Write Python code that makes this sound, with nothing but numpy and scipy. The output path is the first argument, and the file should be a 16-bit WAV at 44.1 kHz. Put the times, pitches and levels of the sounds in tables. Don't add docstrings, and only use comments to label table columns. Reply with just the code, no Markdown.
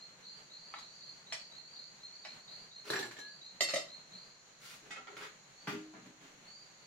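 import sys
import numpy as np
from scipy import signal
from scipy.fft import rfft, irfft
from scipy.io import wavfile
from scipy.ndimage import uniform_filter1d

SR = 44100
rng = np.random.default_rng(int(sys.argv[2]) if len(sys.argv) > 2 else 0)


def transcribe(u):
    v = np.clip(np.atleast_2d(u).T, -1, 1)
    q = np.round(v * 32767).astype(np.int16)
    wavfile.write(sys.argv[1], SR, q)


N = 302526

# frequency in Hz, correlation from -1 to 1.
LIKENESS = [(25, 0.031), (70, 1), (300, 0.8), (700, 0.22), (1400, 0)]
# frequency in Hz, 60 dB decay time in seconds.
HUT_DECAY = [(150, 0.31), (400, 0.29), (1000, 0.28), (2800, 0.31), (7000, 0.29), (14000, 0.21)]
# frequency in Hz, relative level in dB, 60 dB decay time in seconds.
BOWL_MODES = [(1320, -8, .14), (1949, 0, .29), (2169, -5, .22), (2540, -12, .2)]
# frequency in Hz, relative level in dB, 60 dB decay time in seconds.
POT_MODES = [(571, -10, .25), (611, -11, .25), (665, -12, .25), (1180, -13, .17), (1289, -13, .17),
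             (1909, -8, .2), (1995, -8, .2), (2076, -8, .3), (2705, -6, .3), (3085, -7, .27),
             (3680, -12, .15), (3890, -10, .15), (4340, -1, .2), (4360, 0, .23), (4590, -10, .17),
             (5110, -11, .17), (5385, -8, .22), (5520, -9, .17), (6250, -9, .2), (6915, -11, .22),
             (7380, -10, .23), (7529, -12, .2), (8870, -12, .2), (10540, -25, .25), (11930, -25, .17)]
# frequency in Hz, relative level in dB, 60 dB decay time in seconds.
FREE_LID_MODES = [(1680, -1, 0.28), (1774, 9, 0.065), (4080, -7.5, .2), (5700, -9, 0.21),
                  (7380, -7.5, 0.17), (11260, -24, 0.17)]


def amp(db):
    return 10 ** (np.asarray(db) / 20)


def evened(x):
    return x / np.sqrt(np.mean(x ** 2) + 1e-20)


def read(points, hz):
    f, value = np.transpose(points)
    return np.interp(np.log(hz + 1), np.log(f + 1), value)


def add(mix, s, sound):
    start = round(s * SR)
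    sound = sound[..., max(-start, 0):]
    part = mix[..., max(start, 0):][..., :sound.shape[-1]]
    part += sound[..., :part.shape[-1]]


def panned(db):
    return amp([[db / 2], [-db / 2]])


def paired(x):
    z = rfft(x)
    correlation = np.clip(read(LIKENESS, np.fft.rfftfreq(x.shape[1], 1 / SR)), -1, 1)
    angle = np.arcsin(correlation) / 2
    return irfft(np.cos(angle) * z + np.sin(angle) * z[::-1], x.shape[1])


def wander(rate_hz):
    hz = np.fft.rfftfreq(N, 1 / SR)
    spectrum = rfft(rng.standard_normal(N)) * np.exp(-(hz / rate_hz) ** 2)
    return evened(irfft(spectrum, N))


def bass_share(hz, bass_hz=550):
    return 1 / (1 + (hz / bass_hz) ** 4)


def nearness(modes, hz, width_hz=45, width_share=0.012):
    centre = np.array(modes)[:, :1]
    return np.exp(-((hz - centre) / (width_hz + width_share * centre)) ** 2).max(0)


def colour(x, spectrum, bass_db, treble_db, modes=None, gather_db=0, treble_hz=3600, size=2048):
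    hz = abs(np.fft.fftfreq(size, 1 / SR))
    treble_share = 1 - 1 / (1 + (hz / treble_hz) ** 4)
    db = read(spectrum, hz) + bass_db * bass_share(hz) + treble_db * treble_share
    if modes is not None:
        db = db + gather_db * nearness(modes, hz)
    log_response = np.conj(signal.hilbert(np.log(amp(db))))
    impulse_response = np.fft.ifft(np.exp(log_response)).real
    return signal.fftconvolve(x, impulse_response)


def echoes(t60s, direct_db, build_s, lag_s=0):
    count = SR // 2
    reflections = rng.choice([-1., 1.], (2, count)) * (rng.random((2, count)) < 5000 / SR)
    hz, t, z = signal.stft(paired(reflections), SR, nperseg=256)
    decay = amp(-60 * t / read(t60s, hz)[:, None])
    tail = signal.istft(z * decay, SR, nperseg=256)[1][:, :count]
    tail = tail * (1 - np.exp(-np.arange(count) / SR / build_s))
    tail /= np.linalg.norm(tail, axis=1, keepdims=True)
    direct = amp(direct_db) * np.hanning(7) / 3
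    add(tail[0], max(lag_s, 0), direct)
    add(tail[1], max(-lag_s, 0), direct)
    return tail / np.linalg.norm(tail, axis=1, keepdims=True)


def heard(x, response):
    return signal.fftconvolve(x[None], response, axes=1)[:, :N]


def air(level_db=-62.0, drift_db=1.5):
    # frequency in Hz, relative spectral density in dB.
    air_spectrum = [(25, -8), (60, -17), (100, -12), (135, 0.5), (185, 0.5), (260, -7), (600, -4),
                    (1000, -5.5), (2000, -5), (3400, -10.5), (5000, -20), (7500, -17), (10000, -29),
                    (15500, -34.5)]
    noise = rfft(paired(rng.standard_normal((2, N))))
    gain = amp(read(air_spectrum, np.fft.rfftfreq(N, 1 / SR)))
    wash = evened(irfft(noise * gain, N))
    return wash * amp(level_db + drift_db * wander(9))


def chorus(throb=0.092, drift_db=-1.0):
    # centre in Hz, nominal width in Hz, level in dB, left-right difference in dB,
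    # mean pulses per second.
    trill_bands = [(4220, 430, -68.5, -1, 21), (6030, 880, -71, -1, 50), (6747, 280, -68, -0.5, 94)]
    f, out = np.fft.rfftfreq(N, 1 / SR), np.zeros((2, N))
    for hz, width, db, pan_db, pulse_hz in trill_bands:
        band_gain = 1 / (1 + (0.99 * (f - hz) / width) ** 2) ** 1.5
        band = irfft(rfft(rng.standard_normal((2, N))) * band_gain, N)
        pulse_rate = pulse_hz * (1 + 0.19 * wander(10))
        flutter = 1 + throb * np.sin(2 * np.pi * np.cumsum(pulse_rate) / SR)
        out += evened(band * flutter) * amp(db + drift_db * wander(6.1)) * panned(pan_db)
    return out


def near_bout(count=18):
    start_s, first_gap_s, quickest_gap_s, quickest_chirp = -.039, .2709, .2335, 13
    start_db, growth_db_per_s, length_s = -54.5, 0.5, 0.13
    ease = (1 - np.arange(count - 1) / quickest_chirp) ** 2
    gaps = quickest_gap_s + (first_gap_s - quickest_gap_s) * ease
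    times = start_s + np.cumsum([0, *gaps])
    return [(s, start_db + growth_db_per_s * s, length_s) for s in times]


def high_bout(count=11):
    start_s, gap_s, db, length_s = -.155, .377, -56, 0.18
    return [(start_s + k * gap_s, db, length_s) for k in range(count)]


def stray_chirps(length_s=.18):
    # start in seconds, level in dB.
    strays = [(0.491, -62), (0.841, -59.5), (1.621, -57.5), (2.369, -61.5), (4.098, -61.5), (5.555, -60.5),
              (6.445, -56), (6.775, -64)]
    return [(s, db, length_s) for s, db in strays]


def cricket(chirps, start_hz, top_hz, glide_s, pulse_hz, swell, sag_hz, uneven_db=3.0, waver_hz=30):
    out = np.zeros(N)
    for s, db, length in chirps:
        t = np.arange(0, length, 1 / SR)
        force, tune = rng.standard_normal((2, 20))
        turns = t * pulse_hz * (1 + 0.038 * tune[-1])
        which, stroke = turns.astype(int) % len(force), turns % 1
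        climb = top_hz + (start_hz - top_hz) * np.exp(-t / glide_s)
        hz = climb + sag_hz * (.5 - stroke) + waver_hz * tune[which]
        arch = np.sin(np.pi * (t / length) ** swell) ** 0.7 * amp(uneven_db * force[which])
        tone = np.sin(2 * np.pi * np.cumsum(hz) / SR)
        add(out, s, amp(db) * evened(arch * np.sin(np.pi * stroke) * tone))
    return out


def crickets():
    near = cricket(near_bout(), start_hz=3765, top_hz=4260, glide_s=0.031, pulse_hz=64.8,
                   swell=0.6, sag_hz=70)
    high = cricket(high_bout(), start_hz=4170, top_hz=4670, glide_s=0.05, pulse_hz=73.8,
                   swell=0.39, sag_hz=110)
    others = cricket(stray_chirps(), start_hz=4160, top_hz=4740, glide_s=0.06, pulse_hz=62,
                     swell=0.64, sag_hz=110)
    out = np.zeros((2, N))
    for voice, direct_db in ((near, 1.5), (high, -6), (others, -6)):
        wet = heard(voice, echoes([(4000, 0.66)], direct_db, build_s=0.00067, lag_s=0.00042))
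        out += wet * voice.std() / wet.std(axis=1, keepdims=True)
    return out * amp([[-.9], [.6]])


def bench():
    # time of its height in seconds, half length in seconds, pitch in Hz, level in dB.
    bump = (4.158, 0.06, 183.5, -61)
    s, half, hz, db = bump
    out, t = np.zeros(N), np.arange(0, 2 * half, 1 / SR)
    add(out, s - half, amp(db) * np.hanning(len(t)) * np.sin(2 * np.pi * hz * t))
    return out


def rubbing(count, chatter):
    push, grip = rng.standard_normal((2, count))
    slow_grip = evened(uniform_filter1d(grip, size=80))
    return push * np.exp(chatter * np.tanh(slow_grip))


def scrapes(grit=0.82, chatter=0.88):
    # time of the stroke's height in seconds, half length in seconds, level in dB,
    # bass tilt in dB, treble tilt in dB.
    strokes = [(2.889, 0.066, -52, 5, 9.5), (4.682, 0.12, -57, -29, 13.5), (4.858, 0.074, -66.5, 14, 5),
               (5.118, 0.087, -63, 7, -8), (5.213, 0.087, -52.3, -4.5, 0.5)]
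    # frequency in Hz, relative level in dB.
    scrape_spectrum = [(40, -38), (100, -6), (250, -6), (450, 8), (700, -4.5), (1350, 3.5), (2200, 1.5),
                       (3200, -3.5), (4500, -6.5), (7000, -17), (10000, -20), (15000, -24)]
    out = np.zeros(N)
    for s, half, db, bass_db, treble_db in strokes:
        push = rubbing(SR // 2, chatter) * np.exp(grit * rng.standard_normal(SR // 2))
        push = push[:int(2 * half * SR)]
        slips = colour(push * np.hanning(len(push)), scrape_spectrum, bass_db, treble_db)
        add(out, s - half, amp(db) * evened(slips))
    return heard(out, echoes(HUT_DECAY, direct_db=-5.0, build_s=0.0011))


def knocks(hits, spectrum, modes, pan_db, direct_db, ring_rise_s, gather_db, shimmer=None,
           chatter=0.56, snap=0.35, twin=0.63, split=0.0048):
    out, t = np.zeros((2, N)), np.arange(int(.7 * SR)) / SR
    hz, mode_db, t60 = np.transpose(modes)[:, :, None]
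    apart = 2.2 * rng.uniform(-1, 1, hz.shape) * np.clip(1 - read(LIKENESS, hz), 0, 1)
    rings = amp(mode_db - 60 * t / t60) * np.exp(2j * np.pi * hz * t) * (1 - np.exp(-t / ring_rise_s))
    beat_hz = split * hz * rng.uniform(-1, 1, hz.shape)
    rings = rings * (1 + twin * 1j * np.exp(2j * np.pi * beat_hz * t))
    for s, db, bass_db, treble_db, contact_t60, ring_db in hits:
        push = rubbing(SR // 4, chatter) * amp(-60 * t[:SR // 4] / contact_t60)
        push[0] = snap * np.linalg.norm(push[:SR // 200])
        response = echoes(HUT_DECAY, direct_db, build_s=0.00063, lag_s=-.00007)
        if shimmer is not None:
            add(response, .002, shimmer)
        sound = heard(colour(push, spectrum, bass_db, treble_db, modes, gather_db), response)
        loudness = np.sqrt(np.mean(sound[:, :SR // 20] ** 2))
        add(out, s, amp(db) * sound / loudness)
        struck = rings * amp(bass_db * bass_share(hz)) * np.exp(2j * np.pi * rng.random(hz.shape))
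        left, right = struck.real.sum(0), (struck * np.exp(1j * apart)).real.sum(0)
        add(out, s, amp(ring_db) * np.array([left, right]))
    high_pass = signal.butter(2, 85, "high", fs=SR, output="sos")
    return signal.sosfilt(high_pass, out) * panned(pan_db)


def tray_bumps():
    # start in seconds, level, bass tilt and treble tilt in dB, contact decay in seconds, ring in dB.
    tray_hits = [(5.672, -38.5, -2, 5, 0.14, -47.5), (5.724, -46.5, 12, 14, 0.016, -50),
                 (5.937, -55, 8, -20, 0.26, -68), (6.06, -57.5, 10, 11, 0.045, -74),
                 (6.21, -61, 2.5, 11, 0.78, -68)]
    # frequency in Hz, relative level in dB.
    tray_spectrum = [(50, -31), (110, -7), (170, 4), (255, 8.5), (350, -3.5), (700, 0), (1800, 0),
                     (2900, -4), (4200, -14.5), (6500, -20), (9000, -30), (15000, -30.5)]
    # frequency in Hz, relative level in dB, 60 dB decay time in seconds.
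    tray_modes = [(312.2, -3.3, 0.88), (409, 4.5, 0.3), (1180, -3, 0.22), (1400, 1, 0.28), (1730, -3, .14)]
    return knocks(tray_hits, tray_spectrum, tray_modes, pan_db=0.3, direct_db=-4.5,
                  ring_rise_s=0.015, gather_db=2.5, twin=0)


def chopsticks():
    # start in seconds, level, bass tilt and treble tilt in dB, contact decay in seconds, ring in dB.
    stick_hits = [(4.9065, -47.5, -2, 2.5, 0.1, -41), (4.958, -48.5, 1.5, -15, 0.085, -48.5),
                  (5.071, -51.5, -3.5, -21, 0.015, -58), (5.226, -54, -13, -4, 0.034, -50)]
    # frequency in Hz, relative level in dB.
    stick_spectrum = [(100, -33), (270, 0), (480, -9.5), (800, 2), (1060, -9), (1350, 3.5), (2000, -4),
                      (3500, -4.5), (7000, -9), (10000, -26), (15000, -44)]
    return knocks(stick_hits, stick_spectrum, BOWL_MODES, pan_db=-1, direct_db=-11.0,
                  ring_rise_s=0.011, gather_db=5)


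def bowl_taps():
    # start in seconds, level, bass tilt and treble tilt in dB, contact decay in seconds, ring in dB.
    tap_hits = [(.739, -47, -2, -7, 0.042, -52.5), (.787, -55, -8, 19, 0.03, -64)]
    # frequency in Hz, relative level in dB.
    tap_spectrum = [(350, -26), (750, -7), (1150, 2.5), (1600, -5.5), (2500, -11), (4000, -11),
                    (15000, -51)]
    return knocks(tap_hits, tap_spectrum, BOWL_MODES, pan_db=1.5, direct_db=0,
                  ring_rise_s=0.0017, gather_db=7.5)


def paddle_knocks():
    # start in seconds, level, bass tilt and treble tilt in dB, contact decay in seconds, ring in dB.
    paddle_hits = [(1.3235, -40.5, 6.5, 14, 0.037, -52), (2.2495, -49.5, 15, 4, 0.06, -67)]
    # frequency in Hz, relative level in dB.
    paddle_spectrum = [(100, -37), (430, -19.5), (590, -5), (900, -2.5), (1200, -5.5), (2000, 1.5),
                       (3500, -7), (6000, -16), (9000, -27.5), (15000, -50)]
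    return knocks(paddle_hits, paddle_spectrum, POT_MODES, pan_db=0.0, direct_db=-3.5,
                  ring_rise_s=0.0084, gather_db=3.5)


def sheet_metal(t60=0.18, low_hz=6000, span_hz=9500, count=28):
    t = np.arange(SR // 3) / SR
    hz = low_hz + span_hz * (np.arange(count) + rng.random(count))[:, None] / count
    tones = np.sin(2 * np.pi * (hz * t + rng.random((2, count, 1))))
    ring = tones.sum(1) * amp(-60 * t / t60)
    return ring / np.linalg.norm(ring, axis=1, keepdims=True)


def lid_drag(metal):
    # start in seconds, level, bass tilt and treble tilt in dB, contact decay in seconds, ring in dB.
    lift_hits = [(2.902, -37, 5.5, 3, 0.096, -56), (2.933, -38.5, -9.5, -8, 0.13, -43),
                 (2.958, -44, -2, -3, 0.05, -39), (2.989, -42, 1, 5, 0.054, -60),
                 (3.025, -48.5, -4, -9, 0.092, -42.5), (3.054, -54, 6, 8, .03, -54),
                 (3.11, -53.5, -4.5, -1, 0.12, -56), (3.163, -57, -11, -11, 0.043, -54),
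                 (3.186, -54, -1.5, 5.5, 0.05, -52)]
    # frequency in Hz, relative level in dB.
    lift_spectrum = [(50, -38), (120, 2), (180, -3.5), (380, 9.5), (550, -4), (800, 2.5), (1100, -3),
                     (1700, 1.5), (2600, -3.5), (4200, -5.5), (7000, -14), (10000, -20), (15000, -25)]
    return knocks(lift_hits, lift_spectrum, FREE_LID_MODES, pan_db=-0.5, direct_db=-3.5,
                  ring_rise_s=0.0021, gather_db=4.5, shimmer=amp(-5.5) * metal, chatter=2.3)


def swung_lid(db=-51.0):
    t = np.arange(N) / SR
    swell = np.exp(-((t - 3.26) / .072) ** 2)
    return amp(db) * swell * np.sin(2 * np.pi * FREE_LID_MODES[0][0] * t)


def lid_set_down(metal):
    # start in seconds, level, bass tilt and treble tilt in dB, contact decay in seconds, ring in dB.
    lid_hits = [(3.607, -31.5, -5, 5.5, 0.016, -32), (3.621, -43, -9, 20, 0.018, -38),
                (3.686, -41.5, -11.5, 2.5, 0.11, -41.5), (3.7365, -34, -0.5, 3.5, 0.027, -47),
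                (3.759, -37.5, 2.5, 6.5, 0.022, -46)]
    # frequency in Hz, relative level in dB.
    lid_spectrum = [(60, -20), (150, -6), (240, -6), (340, 4), (620, 4), (950, -5), (2400, 0), (3400, -5),
                    (4850, -6.5), (7400, -15), (9800, -23.5), (15000, -37)]
    return knocks(lid_hits, lid_spectrum, POT_MODES, pan_db=-0.5, direct_db=-5,
                  ring_rise_s=0.00068, gather_db=10.5, shimmer=amp(-4) * metal)


def scene():
    metal = sheet_metal()
    night = air() + chorus() + crickets()
    table = bench() + scrapes() + tray_bumps() + chopsticks() + bowl_taps()
    pot_and_lid = paddle_knocks() + lid_drag(metal) + swung_lid() + lid_set_down(metal)
    return night + table + pot_and_lid


def record(dry, edge_hz=15900):
    low_pass = signal.firwin(511, edge_hz, window=("kaiser", 9), fs=SR)
    return signal.oaconvolve(dry, low_pass[None], "same")


dry = scene()
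out = record(dry)
transcribe(out)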